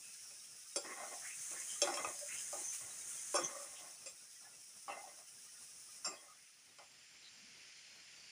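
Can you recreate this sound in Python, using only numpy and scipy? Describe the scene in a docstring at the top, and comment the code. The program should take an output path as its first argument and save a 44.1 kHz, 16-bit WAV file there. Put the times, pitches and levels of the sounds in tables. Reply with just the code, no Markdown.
"""Potatoes frying in a wok

Potato sticks fry over a wood fire: steam bubbles burst in the oil while a slotted metal spatula turns them.
Each stroke lands with a knock, scrapes over the bottom and rises in pitch as the blade climbs the wall.
The kitchen then fades into the steady hiss of a hillside with insects. Mono."""
import sys
import numpy as np
from scipy import signal
from scipy.fft import rfft, irfft, next_fast_len
from scipy.io import wavfile

SR = 44100
rng = np.random.default_rng(int(sys.argv[2]) if len(sys.argv) > 2 else 0)


def file_out(sig):
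    """Save sig as 16-bit WAV at sys.argv[1]."""
    # one column per channel
    cols = np.atleast_2d(sig).T
    # limit, then scale
    lim = np.clip(cols, -1, 1)
    pcm = np.round(lim * 32767).astype(np.int16)
    wavfile.write(sys.argv[1], SR, pcm)


N = 366559
T = np.arange(N) / SR

# Frying oil. Each row: time in seconds, level in dB before flares.
OIL_LEVEL = [(0.0, -54), (0.55, -56.5), (1.17, -51), (1.42, -49), (1.63, -47), (2.15, -49), (2.6, -45.5),
             (2.78, -51.5), (3.03, -49.5), (3.32, -48.5), (4.22, -59), (5.37, -57.5), (5.64, -55.5),
             (5.98, -56.5), (6.16, -59.5), (6.45, -65)]
# Oil left alone and freshly stirred. Each row: frequency in Hz, relative density in dB.
CALM_SPECTRUM = [(100, -35), (500, -35), (1300, -20.5), (2600, -8), (3500, -12.5), (4600, -11.5),
                 (5100, -1), (5600, 2), (7400, -4.5), (9200, 1.5), (10400, -2.5), (10900, -13),
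                 (13800, -24), (14700, -9.5)]
STIRRED_SPECTRUM = [(100, -41), (500, -24), (1300, -18), (1900, -11), (3300, -16), (4650, -17), (5050, -21),
                    (6300, 2.5), (8000, -2.5), (9000, 2), (10500, -6.5), (11000, -17), (13900, -22),
                    (14900, -13.5)]

def sizzle(pop_s=0.00029, spit_gain=0.43, flutter_db=0.94, calm_db=-56, stirred_db=-48):
    """Steam bubbles burst over a fine fizz; stirring makes the oil spit and changes its colour."""
    t = np.arange(SR // 100) / SR
    pops = np.zeros(N)
    for hz in np.linspace(1000, 15500, 20):
        pop = np.exp(-t / pop_s) * np.cos(2 * np.pi * hz * t)
        pops += signal.oaconvolve(clicks(per_s=700, spread_db=2.2), pop)[:N]
    oil_db = np.interp(T, *np.transpose(OIL_LEVEL))
    stirred = np.clip((oil_db - calm_db) / (stirred_db - calm_db), 0, 1)
    spits = unit(clicks(per_s=260, spread_db=3)) * (0.1 + stirred)
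    fizz = rng.standard_normal(N)
    bursts = (unit(pops) + spit_gain * spits + fizz) * amp(flutter_db * wander(35))
    oil = (1 - stirred) * colour(bursts, CALM_SPECTRUM) + stirred * colour(bursts, STIRRED_SPECTRUM)
    return level(OIL_LEVEL, fade_s=0.89) * flare() * oil


# Flares of the sizzle. Each row: start in seconds, rise in dB.
FLARES = [(.67, 0.5), (1.38, 2), (2.72, 5.5), (3.075, 4)]

def flare(peak_s=0.038):
    """Gain of the sizzle as wet potato meets the oil: a quick rise, then a decay."""
    ages = [(np.maximum(T - start, 0) / peak_s, db) for start, db in FLARES]
    return amp(sum(db * age * np.exp(1 - age) for age, db in ages))


# Steam jets. Each entry: pitch in Hz.
JET_PITCHES_HZ = [5145, 5660, 6100, 6700]

def steam_jets(gain_db=-11, swell_db=4.0, width_hz=420):
    """Jets of steam swell and fade, each at its own pitch."""
    jets = np.zeros(N)
    for hz in JET_PITCHES_HZ:
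        jet = resonate(rng.standard_normal(N), np.full(N, hz), width_hz)
        jets += jet * amp(swell_db * wander(15))
    return amp(gain_db) * level(OIL_LEVEL, fade_s=0.88) * unit(jets)


def bubbles(gain_db=-19, t60_s=0.095, rise_s=0.0043, pitches=48):
    """Larger bubbles each ring briefly at one pitch in the bowl of the wok."""
    t, out = np.arange(SR // 6) / SR, np.zeros(N)
    envelope = amp(-60 * t / t60_s) * (1 - np.exp(-t / rise_s))
    for hz in np.geomspace(1200, 6500, pitches) * rng.uniform(0.98, 1.02, pitches):
        plink = envelope * np.sin(2 * np.pi * hz * t)
        out += signal.oaconvolve(clicks(per_s=22, spread_db=3.5), plink)[:N]
    loudest = level(OIL_LEVEL).max()
    compressed_level = loudest * (level(OIL_LEVEL, fade_s=0.86) / loudest) ** 0.55
    return amp(gain_db) * compressed_level * unit(out)


# Modes of the wok, the clank and the blade. Each row: frequency in Hz, relative level in dB, t60 in seconds.
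WOK_MODES = [(342.3, -4.5, 0.15), (382.5, -17.5, 0.32), (470, -8.5, 0.038), (573.4, 5, 0.14),
             (675, -5, 0.11), (806, -2.5, 0.21), (982, -8.5, 0.1), (1084, 0.5, 0.043), (1226.5, -3, 0.17),
             (1400, -7, 0.053), (1462, -3.5, 0.09)]
CLANK_MODES = [(1524, -24.5, 0.33), (1840, 3, 0.047), (1930, -17, 0.27), (2064, 4, 0.12),
               (2560, 11.5, 0.069), (2760, -10, 0.093), (3130, -23, 0.42), (3236, 6.5, 0.12),
               (3950, -10.5, 0.31)]
BLADE_MODES = [(4043, -17.5, 0.33), (4640, -6, 0.11), (4934, 6, 0.07), (4980, 0.5, 0.18), (5440, 4.5, 0.19),
               (5360, 5, 0.017), (6220, 9, 0.013), (6390, 2, 0.12), (6440, -39, 0.036), (6060, -10, 0.051),
               (7500, -32, 0.55), (7600, -8.5, 0.14), (7360, 7.5, 0.17), (9300, 10.5, 0.027),
               (9720, 0, 0.041), (9070, 1, 0.046), (11100, -9, 0.087)]
# Spatula blows. Each row: start in seconds, wok level in dB, wok centre in Hz, clank level in dB,
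# blade level in dB, blade centre in Hz, contact time in seconds.
BLOWS = [(.307, -71, 520, -76, -69, 6000, .003), (.760, -43, 423, -51, -36.5, 8100, 0.0067),
         (1.035, -51.5, 1300, -73, -68, 6000, 0.0012), (1.512, -61.5, 350, -62, -68, 6000, .004),
         (1.818, -35.5, 477, -40.5, -31.5, 6000, 0.0067), (1.874, -39.5, 1070, -59, -50, 5130, .008),
         (1.940, -47.5, 340, -52, -46, 5530, 0.0036), (1.973, -44.5, 1320, -50, -51, 6000, 0.0022),
         (2.046, -40.5, 1000, -46.5, -56, 6000, 0.002), (2.527, -46.5, 740, -71, -57, 6200, 0.0032),
         (3.343, -36, 490, -57, -42, 8950, 0.0018), (3.352, -38, 1040, -49, -35.5, 6300, 0.013),
         (3.386, -40.5, 413, -56, -52, 5100, 0.0063), (4.060, -57, 487, -58.5, -48.5, 6900, 0.013),
         (4.880, -44.5, 1130, -60.5, -61.5, 5460, 0.011), (6.046, -50, 1440, -54, -39.5, 5280, 0.015),
         (6.786, -60, 820, -65, -63, 6000, .001)]

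def knocks(chatter_rise_s=0.0042, low_cut_ratio=0.39):
    """The blade lands, chatters for a moment, and rings both itself and the wok."""
    t, out = np.arange(SR // 10) / SR, np.zeros(N)
    for start, wok_db, wok_hz, clank_db, blade_db, blade_hz, contact_s in BLOWS:
        chatter = np.exp(-t / contact_s) * (1 - np.exp(-t / chatter_rise_s))
        force = 0.15 * rng.standard_normal(len(t)) * chatter
        force[0] = 1  # first impact
        wok = ring(touched(WOK_MODES, wok_hz, focus_db=11, octaves=0.33), wash=0.9, wash_t60_s=0.21)
        wok = band_pass(wok, low_hz=low_cut_ratio * wok_hz)
        clank_modes = touched(CLANK_MODES, centre_hz=1950, focus_db=-10.5, octaves=1.0, detune=0.033)
        clank = ring(clank_modes, wash=0.77, wash_t60_s=0.21)
        blade_modes = touched(BLADE_MODES, blade_hz, focus_db=9, octaves=0.15)
        blade = ring(blade_modes, wash=0.45, wash_t60_s=0.11)
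        for db, part in [(wok_db, wok), (clank_db, clank), (blade_db, blade)]:
            add(out, start, amp(db) * onset_unit(signal.fftconvolve(force, part)))
    return band_pass(out)


def touched(modes, centre_hz, focus_db, octaves, detune=0.00494, uneven_db=4.5):
    """The contact point boosts or cuts modes near a centre; the pressing blade detunes them a little."""
    hz, db, t60_s = np.transpose(modes)
    shift, scatter = rng.standard_normal((2, len(hz)))
    contact_db = focus_db * np.exp(-(np.log2(hz / centre_hz) / octaves) ** 2)
    return np.transpose([hz * (1 + detune * shift), db + contact_db + uneven_db * scatter, t60_s])


def ring(modes, wash, wash_t60_s):
    """Struck metal: clear modes in a wash of reflections of the same colour."""
    t = np.arange(SR // 3) / SR
    tones = sum(amp(db - 60 * t / t60_s) * np.sin(2 * np.pi * (hz * t + rng.random()))
                for hz, db, t60_s in modes)
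    outline = sorted((hz, db) for hz, db, _ in modes)
    outline = [(outline[0][0] / 2, -45), *outline, (outline[-1][0] * 1.4, -35)]
    reflections = colour(rng.standard_normal(len(t)), outline) * amp(-60 * t / wash_t60_s)
    return onset_unit(onset_unit(tones) + wash * onset_unit(reflections))


def band_pass(x, low_hz=210, high_hz=10500):
    """Softens the bass and extreme treble of the knocks and scrapes."""
    return signal.sosfilt(signal.butter(4, [low_hz, high_hz], "band", fs=SR, output="sos"), x)


# Blade dragged over the bottom. Each row: start in seconds, length in seconds, pressure in dB, easing in
# dB per second, first hollow pitch in Hz, rasp offset in dB, thud level in dB.
DRAGS = [(.835, 0.082, -51.5, 10, 510, 7.5, -62.5), (.968, 0.083, -53, 7, 670, 2.5, -88),
         (1.095, 0.1, -52, 20, 660, -6, -90), (1.51, 0.12, -55.5, 55, 530, 1, -73),
         (1.835, 0.093, -45.5, 11, 670, 3, -52.5), (1.985, 0.12, -42.5, 27, 618, -2, -69),
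         (2.54, 0.078, -54.5, 40, 780, -2, -64.5), (2.8, 0.079, -62, 22, 667, 5, -79),
         (3.38, 0.37, -52.5, 36, 588, 5, -57), (3.78, 0.13, -61, 29, 694, 2.5, -81),
         (4.41, 0.041, -62.5, 22, 730, -3, -90), (4.885, 0.33, -50, 52.5, 648, 0, -89),
         (6.055, 0.29, -52.5, 70, 660, 1, -61.5), (6.785, 0.024, -58, 54, 740, -3, -92)]

def scrapes(wok_db=-6, hollow_db=-5, clank_db=-9, judder_db=3, hollow_width_hz=200, waver=0.04):
    """The blade sticks and slips; each slip rings the wok and a hollow resonance that shifts with it."""
    slips = clicks(per_s=2500, spread_db=1.0) * amp(judder_db * wander(55))
    wok_modes = touched(WOK_MODES, centre_hz=1200, focus_db=6, octaves=0.98, detune=0)
    wok_ring = ring(wok_modes, wash=0.87, wash_t60_s=0.09)
    clank_modes = touched(CLANK_MODES, centre_hz=1720, focus_db=24.5, octaves=0.25, detune=0)
    clank_ring = ring(clank_modes, wash=0.34, wash_t60_s=0.1)
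    wok, clank = (unit(signal.fftconvolve(slips, part)[:N]) for part in (wok_ring, clank_ring))
    metal = amp(wok_db) * wok + amp(clank_db) * clank
    pressure, rasp, hollow_hz = blade_motion()
    hollow_hz *= 1 + waver * wander(20)  # uneven bottom
    hollow = amp(hollow_db) * unit(resonate(slips, hollow_hz, hollow_width_hz))
    return band_pass(pressure * hollow + rasp * metal)


def blade_motion(bite_s=0.015, lift_db_per_s=210, rasp_fade_db_per_s=2,
                 slide_oct_per_s=0.4, lift_oct_per_s=2.3):
    """Pressure, rasp and hollow pitch: each stroke bites, eases off as it slides forward, and lifts."""
    pressure, rasp, hz = np.zeros(N), np.zeros(N), np.full(N, float(DRAGS[0][4]))
    for start, length_s, db, easing_db_per_s, hollow_hz, rasp_db, _ in DRAGS:
        t = np.maximum(T - start, 0)
        held_s = np.minimum(t, length_s)
        lifted_s = t - held_s
        push = np.minimum(t / bite_s, 1) * amp(db - easing_db_per_s * held_s - lift_db_per_s * lifted_s)
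        pressure += push
        rasp += push * amp(rasp_db - rasp_fade_db_per_s * t)
        octaves = np.minimum(slide_oct_per_s * held_s + lift_oct_per_s * lifted_s, 1)
        hz = np.where(t > 0, hollow_hz * 2 ** octaves, hz)
    return pressure, rasp, hz


def thuds(length_s=0.1, hz=346.2, width_hz=95):
    """The first push of each stroke gives a low thud."""
    return whistles([(start, length_s, hz, hz, width_hz, db) for start, *_, db in DRAGS])


# Blade climbing the wall, then steady tones of blade, rubbed wok and steam.
# Each row: start in seconds, length in seconds, starting pitch in Hz, relative level in dB.
WALL_CLIMBS = [(0.862, .08, 1650, -61), (1.205, .155, 1580, -55), (1.549, 0.09, 1700, -59),
               (2.272, .16, 1944, -57.5), (3.741, .09, 2694, -65.5), (6.328, 0.18, 1550, -76)]
STEADY_SQUEALS = [(0, .13, 2600, -66), (0.145, 0.36, 5530, -64), (1.67, .096, 3105, -58.5),
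                  (1.884, 0.081, 5320, -55.5), (2.129, .16, 590, -59.5), (2.622, 0.14, 6220, -49.5),
                  (3.397, .07, 3330, -56), (3.425, .048, 6160, -42), (3.43, 0.24, 1200, -60.5),
                  (3.45, .26, 569, -60), (4.274, .07, 5000, -72.5), (4.885, 0.056, 2710, -56),
                  (4.9, .19, 803, -57), (6.08, 0.093, 4830, -63), (6.082, 0.073, 2520, -62),
                  (6.15, .05, 3250, -67.5), (6.259, 0.088, 1210, -70)]

def squeals(gain_db=-3, judder_db=3, climb_oct_per_s=5.1, climb_width_ratio=0.38, steady_width_ratio=0.068):
    """The blade judders up the wall in a rising tone; blade, wok and steam sing briefly at one pitch."""
    rising = whistles([(start, length_s, hz, hz * 2 ** (climb_oct_per_s * length_s),
                        climb_width_ratio * hz, db) for start, length_s, hz, db in WALL_CLIMBS])
    steady = whistles([(start, length_s, hz, hz, steady_width_ratio * hz, db)
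                       for start, length_s, hz, db in STEADY_SQUEALS])
    judder = amp(judder_db * wander(120))
    return amp(gain_db) * kitchen((rising + steady) * judder, wet_db=-1.5)


# Wok on the stove. Each row: start in seconds, pitch in Hz, level in dB.
STOVE_BUMPS = [(1.37, 145, -75), (2.06, 101, -69), (2.81, 121, -70), (3.411, 163, -64), (6.051, 187, -69)]

def bumps(length_s=0.054, width_ratio=0.3):
    """The wok rocks softly on the stove."""
    return whistles([(start, length_s, hz, hz, width_ratio * hz, db) for start, hz, db in STOVE_BUMPS])


# Fire and air. Each row: time in seconds, relative level in dB.
FIRE_LEVEL = [(0, -77.5), (1.2, -78), (1.6, -73), (3.1, -72.5), (3.8, -76.5), (5.7, -76.5), (6.6, -80),
              (7.4, -75.5), (8.3, -76.5)]
# Each row: frequency in Hz, relative density in dB.
FIRE_SPECTRUM = [(20, -26), (40, -18), (85, -4), (150, 0), (300, -4), (700, -4), (1300, -6.5),
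                 (2500, -19.5)]

def fire(gain_db=2, lump_db=2.8):
    """Lumpy low noise of the fire and the air."""
    lumpy_noise = rng.standard_normal(N) * amp(lump_db * wander(26))
    return amp(gain_db) * level(FIRE_LEVEL) * colour(lumpy_noise, FIRE_SPECTRUM)


# Hillside hiss. Each row: time in seconds, level in dB.
HILL_LEVEL = [(6.3, -70), (6.6, -69), (6.95, -64.5), (7.3, -61), (7.65, -59.5), (8, -60.5), (8.3, -59.5)]
# Each row: frequency in Hz, relative density in dB.
HILL_SPECTRUM = [(200, -37), (1100, -21), (1400, -5), (2200, 1), (3100, 0.5), (3800, -5), (5100, 3.5),
                 (7100, -3), (7800, -13), (9000, -6.5), (10500, -11.5), (11000, -37), (13800, -55),
                 (15200, -24)]
# Thin calls and a low hoot. Each row: start in seconds, length in seconds, pitch in Hz, width in Hz,
# level in dB.
HILL_CALLS = [(6.65, .95, 7280, 170, -74), (7.6, 1., 7220, 180, -75), (7.22, .08, 4000, 500, -63),
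              (7.34, .22, 225, 60, -77), (7.7, .36, 4250, 100, -72), (8.13, .26, 4600, 110, -69)]

def hillside(chirr_db=-9, throb_db=2.8, chirr_hz=2500, chirr_width_hz=1300):
    """A wide, distant hiss fades in, with an uneven chirr of insects and a few calls."""
    hiss = colour(rng.standard_normal(N), HILL_SPECTRUM)
    chirr = resonate(rng.standard_normal(N), np.full(N, chirr_hz), chirr_width_hz)
    chirr = unit(chirr * amp(throb_db * wander(70)))
    calls = whistles([(start, length_s, hz, hz, width_hz, db)
                      for start, length_s, hz, width_hz, db in HILL_CALLS])
    return level(HILL_LEVEL, fade_s=0.073) * (hiss + amp(chirr_db) * chirr) + calls


def kitchen(x, wet_db, t60_s=0.12):
    """Adds the short, dense reflections of the tin walls."""
    t = np.arange(SR // 3) / SR
    tail = rng.standard_normal(len(t)) * amp(-60 * t / t60_s) * (t > 0.004)
    return x + amp(wet_db) * signal.fftconvolve(x, tail / np.linalg.norm(tail))[:N]


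def whistles(rows):
    """One band of noise per row, gliding between two pitches as it swells and dies."""
    out = np.zeros(N)
    for start, length_s, first_hz, last_hz, width_hz, db in rows:
        count = int(length_s * SR)
        noise = rng.standard_normal((2, 2 * SR))
        lowpass = signal.butter(2, width_hz / 2, fs=SR, output="sos")
        baseband = signal.sosfilt(lowpass, noise[0] + 1j * noise[1])[-count:]
        carrier = np.exp(2j * np.pi * np.cumsum(np.geomspace(first_hz, last_hz, count)) / SR)
        add(out, start, amp(db) * unit((baseband * carrier).real * signal.windows.tukey(count, 0.5)))
    return out


def resonate(x, hz, width_hz):
    """A resonance that follows the curve hz; a double pole gives steep skirts."""
    carrier = np.exp(2j * np.pi * np.cumsum(hz) / SR)
    pole = np.exp(-np.pi * width_hz / SR)
    return (carrier * signal.lfilter([(1 - pole) ** 2], [1, -2 * pole, pole * pole], x / carrier)).real


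def clicks(per_s, spread_db):
    """Random clicks of either sign: many small, a few large."""
    size = amp(spread_db * np.minimum(rng.exponential(1, N), 6))
    return size * rng.choice([-1, 1], N) * (rng.random(N) < per_s / SR)


def wander(per_s):
    """A slow random curve of rms about 1."""
    knots = rng.standard_normal(N // 20)
    return np.interp(T * per_s, np.arange(len(knots)), knots) * np.sqrt(3 / 2)


def colour(x, spectrum):
    """Filters x through (Hz, dB) points, to rms 1."""
    hz, db = np.transpose(spectrum)
    size = next_fast_len(len(x))
    gain = amp(np.interp(np.log(np.fft.rfftfreq(size, 1 / SR) + 1), np.log(hz), db))
    return unit(irfft(rfft(x, size) * gain, size)[:len(x)])


def level(curve, fade_s=0.058):
    """Gain that follows (seconds, dB) rows and fades out beyond their ends."""
    times, db = np.transpose(curve)
    gate = np.interp(T, [times[0] - fade_s, times[0], times[-1], times[-1] + fade_s], [0, 1, 1, 0])
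    return amp(np.interp(T, times, db)) * gate


def add(mix, start_s, sound):
    part = mix[max(round(start_s * SR), 0):][:len(sound)]
    part += sound[:len(part)]


def amp(db):
    return 10 ** (np.asarray(db) / 20)


def unit(x):
    """Scales to rms 1."""
    return x / np.sqrt(np.mean(x ** 2) + 1e-20)


def onset_unit(x):
    """Scales to rms 1 over the first 20 ms."""
    return x / np.sqrt(np.mean(x[:SR // 50] ** 2))


def scene():
    oil = kitchen(sizzle(), wet_db=-11.5) + steam_jets() + bubbles()
    spatula = knocks() + scrapes() + squeals()
    low_sounds = fire() + thuds() + bumps()
    mono = oil + spatula + low_sounds + hillside()
    return np.array([mono, mono])


def record(dry):
    """Steep low-pass at 15.5 kHz."""
    lowpass = signal.firwin(801, 15500, window=("kaiser", 9), fs=SR)
    return signal.oaconvolve(dry, lowpass[None], "same")


dry = scene()
out = record(dry)
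file_out(out)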